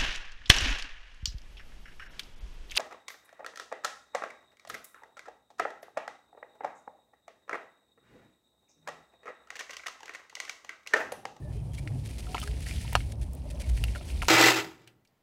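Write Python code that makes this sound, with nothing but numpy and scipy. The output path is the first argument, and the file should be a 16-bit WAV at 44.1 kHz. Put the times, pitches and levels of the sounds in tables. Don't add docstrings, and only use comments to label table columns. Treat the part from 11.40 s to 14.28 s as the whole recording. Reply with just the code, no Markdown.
import sys
import numpy as np
from scipy import signal
from scipy.fft import rfft, irfft, next_fast_len
from scipy.io import wavfile

SR = 44100
rng = np.random.default_rng(int(sys.argv[2]) if len(sys.argv) > 2 else 0)


def to_wav(s):
    ch = np.atleast_2d(s).T
    pcm = np.round(np.clip(ch, -1, 1) * 32767)
    wavfile.write(sys.argv[1], SR, pcm.astype(np.int16))


N = 127008


def amp(db):
    return 10 ** (np.asarray(db) / 20)


def rms_one(x):
    return x / np.sqrt(np.mean(x ** 2) + 1e-20)


def in_time(rows):
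    s, *columns = np.transpose(rows)
    return [np.interp(np.arange(N) / SR, s, column) for column in columns]


def low_pass(x, hz):
    return signal.sosfilt(signal.butter(2, hz, fs=SR, output="sos"), x)


def resonance(x, hz, width_hz):
    r = np.exp(-np.pi * width_hz / SR)
    zeros = [(1 - r * r) / 2, 0, (r * r - 1) / 2]
    poles = [1, -2 * r * np.cos(2 * np.pi * hz / SR), r * r]
    return signal.lfilter(zeros, poles, x + 1e-18)


def colour(x, points):
    hz, db = np.transpose(points)
    size = next_fast_len(N + 4096)
    bins = np.fft.rfftfreq(size, 1 / SR) + 1
    log_magnitude = np.interp(np.log(bins), np.log(hz), db) * np.log(10) / 20
    cepstrum = irfft(log_magnitude, size)
    cepstrum[1:size // 2] *= 2
    cepstrum[size // 2 + 1:] = 0
    return irfft(rfft(x, size) * np.exp(rfft(cepstrum)), size)[:N]


def drift(rate_hz):
    r = np.exp(-2 * np.pi * rate_hz / SR)
    settled = signal.lfilter([1], [1, -2 * r, r * r], rng.standard_normal(N + SR))[SR:]
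    return rms_one(settled)


def hump(start, length):
    progress = np.clip((np.arange(N) / SR - start) / length, 0, 1)
    return np.sqrt(np.sin(np.pi * progress))


def grains(rate, spread_db, points):
    sizes = amp(spread_db * np.minimum(rng.exponential(1, N), 5)) * rng.choice([-1, 1], N)
    ticks = sizes * (rng.random(N) < rate / SR)
    return ticks / np.std(colour(ticks, points))


# [t/s, length/s, level/dB]
CRUNCHES = [(0.126, 0.046, -62), (0.333, 0.021, -50.5), (0.374, 0.024, -51.5), (0.649, 0.029, -51),
            (0.689, 0.026, -53), (0.78, 0.029, -48.5), (1.027, 0.013, -42), (1.072, 0.0064, -42),
            (1.2035, 0.0051, -44), (1.22, 0.026, -51), (1.261, 0.05, -45.5), (1.356, 0.0098, -53),
            (1.411, 0.0063, -52), (1.718, 0.0063, -47), (1.811, 0.03, -53.5), (2.101, 0.013, -47.5),
            (2.197, 0.026, -47.5), (2.29, 0.01, -46), (2.365, 0.021, -50), (2.549, 0.032, -52.5),
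            (2.678, 0.047, -51), (2.82, 0.012, -41), (2.844, 0.01, -45)]
# [f/Hz, level/dB per Hz]
GRAIN_COLOUR = [(760, -48.5), (1300, -4.5), (2430, 4.5), (3730, 0.5), (4530, 1.5), (6890, -2.5), (9560, 1),
                (15000, -17)]
CRUNCH_TICKS_PER_S, CRUNCH_SPREAD_DB = 3500, 3.0
CRUNCH_TAIL_S = 0.0019


def crunches():
    r = np.exp(-1 / (CRUNCH_TAIL_S * SR))
    t = np.arange(N) / SR
    gate = np.zeros(N)
    for s, length, db in CRUNCHES:
        gate += amp(db) * np.clip((t - s) / .002, 0, 1) * (t < s + length)
    gate = np.maximum(gate, signal.lfilter([1 - r], [1, -r], gate))
    ticks = grains(CRUNCH_TICKS_PER_S, CRUNCH_SPREAD_DB, GRAIN_COLOUR)
    return colour(gate * ticks, GRAIN_COLOUR)


# [t/s, peak level of the tone/dB, f/Hz, cycles to ring down 60 dB]
PLOPS = [(0.3814, -39, 2237, 120), (0.475, -30.5, 2030, 9.6), (0.8674, -43, 1300, 51),
         (0.9459, -21.5, 705, 14.4), (.9490, -24.5, 1010, 10.3), (0.968, -30.5, 2100, 18),
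         (0.9800, -29.5, 1320, 20), (.9815, -25.5, 2600, 5.4), (1.0162, -28.5, 3090, 20),
         (1.0274, -34.5, 1233, 52), (1.0757, -32, 1610, 12.6), (1.1134, -36.5, 2930, 10),
         (1.267, -32, 1930, 11), (1.294, -37, 2050, 17), (1.311, -30.5, 2340, 16),
         (1.362, -36.5, 3320, 12.0), (1.4066, -47, 1840, 21), (1.447, -43, 910, 24),
         (1.479, -32.5, 2660, 5.7), (1.526, -35.5, 880, 20), (1.5308, -33, 1950, 14),
         (1.5528, -6.5, 1290, 10.7), (1.6052, -33, 2170, 16), (2.2412, -42.5, 2200, 39),
         (2.376, -32.5, 2100, 4.4), (2.4392, -18.5, 2730, 15.3), (2.4837, -35.5, 2580, 7.8),
         (2.5505, -35, 1720, 11), (2.558, -32, 1424, 16), (2.6109, -40, 593, 6.2),
         (2.7023, -34.5, 2620, 11), (2.8195, -23, 2130, 4.6), (2.824, -25, 1310, 21),
         (2.832, -28, 925, 5.9), (2.854, -33, 2310, 5.5)]
# [f/Hz, gain on the knock/dB, 60 dB decay time/s]
TUB_MODES = [(664, 3.5, 0.011), (1313, -10, 0.04), (2823, 2.5, 0.0043), (4314, -19.5, 0.048)]
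PITCH_RISE_PER_CYCLE = 0.0015
ATTACK_CYCLES = 2.76
FLUTTER = .33
SPRAY_DB, SPRAY_DECAY_S, SPRAY_TOP_HZ = -16, 0.0033, 4400
KNOCK_DB_PER_OCTAVE = -5


def plops():
    t = np.arange(SR // 10) / SR
    out, knocks = np.zeros(N + SR), np.zeros(N + SR)
    noises = low_pass(rng.standard_normal((len(PLOPS), len(t))), SPRAY_TOP_HZ)
    for (s, db, hz, ring_cycles), noise in zip(PLOPS, noises):
        c = hz * t
        swell_and_decay = (1 - np.exp(-c / ATTACK_CYCLES)) * amp(-60 * c / ring_cycles)
        tone = swell_and_decay * np.sin(2 * np.pi * c * (1 + PITCH_RISE_PER_CYCLE / 2 * c))
        tone = tone * (1 + FLUTTER * rms_one(low_pass(noise, hz / 4)))
        spray = amp(SPRAY_DB) * rms_one(np.diff(noise, prepend=0))
        spray = spray * np.exp(-t / SPRAY_DECAY_S) * (1 - np.exp(-c))
        knock = amp(db + KNOCK_DB_PER_OCTAVE * np.log2(hz / 1000)) * c * np.exp(-c * 12) * 20
        i = int(s * SR)
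        out[i:i + len(t)] += amp(db) * (tone / np.abs(tone).max() + spray)
        knocks[i:i + len(t)] += knock
    for hz, db, t60 in TUB_MODES:
        width = np.log(1000) / np.pi / t60
        out -= amp(db) * resonance(knocks, hz, width) * hz / width
    return out[:N]


# [t/s, level/dB]
POUR = [(0, -67.5), (.3, -65), (.85, -57), (1.0, -49.5), (1.15, -56.5), (1.4, -51), (1.62, -55),
        (1.78, -66), (2.05, -64), (2.25, -56), (2.65, -56), (2.88, -53)]
GRIT_PER_S, GRIT_SPREAD_DB, GRIT_CLUMP_DB = 5000, 1, 2.0


def grit():
    db, = in_time(POUR)
    clumped = amp(db + GRIT_CLUMP_DB * drift(18))
    return colour(clumped * grains(GRIT_PER_S, GRIT_SPREAD_DB, GRAIN_COLOUR), GRAIN_COLOUR)


DRIPS_PER_S, DRIP_SPREAD_DB = 700, 3.5
DRIP_DB = -9
DRIP_LOW_HZ, DRIP_HIGH_HZ, DRIP_PITCHES = 1900, 6000, 14
DRIP_CYCLES = 11


def drips():
    db, = in_time(POUR)
    sizes = amp(db + DRIP_DB + DRIP_SPREAD_DB * np.minimum(rng.exponential(1, N), 3))
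    rate = DRIPS_PER_S * amp(db - db.max() + 4.0 * drift(8))
    impacts = sizes * (rng.random(N) < rate / SR)
    dealt = rng.integers(0, DRIP_PITCHES, N)
    pitches = np.geomspace(DRIP_LOW_HZ, DRIP_HIGH_HZ, DRIP_PITCHES)
    out = np.zeros(N)
    for k, hz in enumerate(pitches):
        width = np.log(1000) / np.pi * hz / DRIP_CYCLES
        ring = resonance(impacts * (dealt == k), hz, width)
        out += resonance(ring, hz, hz / 2) * SR / width
    return out


# [t/s, noise level before decay and high-pass/dB]
SNAPS = [(1.001, -29.5), (1.531, -27), (1.934, -35), (1.951, -37.5), (2.4401, -23.5)]
SNAP_DECAY_S, SNAP_BOTTOM_HZ = 0.00058, 5000


def snaps():
    t = np.arange(SR // 50) / SR
    out = np.zeros(N + SR)
    noises = rng.standard_normal((len(SNAPS), len(t)))
    for (s, db), noise in zip(SNAPS, noises):
        i = int(s * SR)
        out[i:i + len(t)] += amp(db) * noise * np.exp(-t / SNAP_DECAY_S)
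    high_pass = signal.butter(2, SNAP_BOTTOM_HZ, "high", fs=SR, output="sos")
    return signal.sosfilt(high_pass, out[:N])


TAIL_DB, TAIL_T60_S, TAIL_TOP_HZ = -16, .05, 4000


def tub_space(x):
    t = np.arange(SR // 8) / SR
    tail = low_pass(rng.standard_normal(len(t)), TAIL_TOP_HZ)
    tail = tail * amp(-60 * t / TAIL_T60_S) * (t > .002)
    tail = tail / np.sqrt(np.sum(tail ** 2))
    return x + amp(TAIL_DB) * signal.fftconvolve(x, tail)[:N]


# [t/s, length/s, f/Hz, level/dB]
GLIDING_TONES = [(0.041, 0.047, 588, -51), (0.149, 0.037, 411, -50.5), (0.45, 0.04, 300, -44.5),
                 (0.534, 0.036, 256.5, -42.5), (0.871, 0.071, 717, -50), (1.028, .13, 397.6, -51.5),
                 (2.053, 0.02, 602, -49), (2.101, .025, 588, -54), (2.14, 0.024, 594, -49),
                 (2.197, 0.019, 560, -47.5), (2.248, 0.055, 617, -54.5), (2.552, 0.025, 583, -47)]
GLIDE_PER_S = .8


def bubbles_and_far_tone():
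    out = np.zeros(N)
    for s, length, hz, db in GLIDING_TONES:
        age = np.arange(N) / SR - s
        cycles = hz * (1 + GLIDE_PER_S / 2 * age) * age
        out += amp(db) * np.sqrt(2) * hump(s, length) * np.sin(2 * np.pi * cycles)
    return out


# [f/Hz, width/Hz, level/dB]
BOOM_MODES = [(56.6, 24.2, 0)]
DRONE_MODES = [(106.6, 17, 0.5), (132, 19.8, -1.5)]
# [t/s, level/dB]
BOOM_LEVEL = [(0, -43.5), (.1, -38), (.72, -40), (.8, -33.5), (.95, -44.5), (1.12, -31), (1.3, -39),
              (1.38, -28), (1.45, -38.5), (1.67, -29.5), (1.76, -43.5), (1.81, -31.5), (1.96, -38),
              (2.02, -37.5), (2.34, -26.5), (2.43, -28.5), (2.62, -39), (2.82, -28), (2.88, -32)]
DRONE_LEVEL = [(0, -38.5), (.3, -37), (.47, -39.5), (.55, -31.5), (.72, -45), (1.4, -41.5), (1.56, -36),
               (2.1, -51), (2.4, -37), (2.88, -60)]
RUMBLE_EVENNESS = 0.21


def rumble():
    out = np.zeros(N)
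    for level, modes in ((BOOM_LEVEL, BOOM_MODES), (DRONE_LEVEL, DRONE_MODES)):
        white = rng.standard_normal(N)
        band = np.zeros(N)
        for hz, width, db in modes:
            band += amp(db) * resonance(resonance(white, hz, width), hz, width)
        band = rms_one(band)
        lumps = np.abs(signal.hilbert(band, next_fast_len(N))[:N]) + 0.23
        out += amp(in_time(level)[0]) * rms_one(band / lumps ** RUMBLE_EVENNESS)
    return out


# [f/Hz, level/dB per Hz]
AIR_COLOUR = [(25, -23), (40, -6.5), (160, -3.5), (260, -6.5), (420, -15), (600, -15), (900, -20.5),
              (1350, -34), (2600, -51), (6000, -86), (9000, -37.5), (12000, -53), (16000, -51)]
# [t/s, length/s, f/Hz, level/dB]
FAR_TONES = [(-.03, 0.17, 1765, -67), (0.1, 0.13, 2480, -71), (0.095, 0.15, 3080, -71),
             (0.305, 0.1, 3200, -66)]
AIR_DB, AIR_PATCHY_DB = -47.5, 1.5
TONE_WIDTH_HZ = 90


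def surroundings():
    far = rms_one(colour(rng.standard_normal(N), AIR_COLOUR))
    lows = low_pass(far, 436)
    highs = far - lows
    out = amp(AIR_PATCHY_DB * drift(4.0)) * lows + amp(AIR_PATCHY_DB * drift(23)) * highs
    out = amp(AIR_DB) * out
    for s, length, hz, db in FAR_TONES:
        tone = resonance(rng.standard_normal(N), hz, TONE_WIDTH_HZ)
        tone = resonance(tone, hz, TONE_WIDTH_HZ)
        out += amp(db) * hump(s, length) * rms_one(tone)
    return out


def scene():
    in_tub = tub_space(plops() + drips() + snaps())
    mix = crunches() + in_tub + grit() + bubbles_and_far_tone() + rumble() + surroundings()
    return mix[None, :]


def record(dry):
    return signal.sosfilt(signal.cheby2(12, 60, 16850, fs=SR, output="sos"), dry)


dry = scene()
out = record(dry)
to_wav(out)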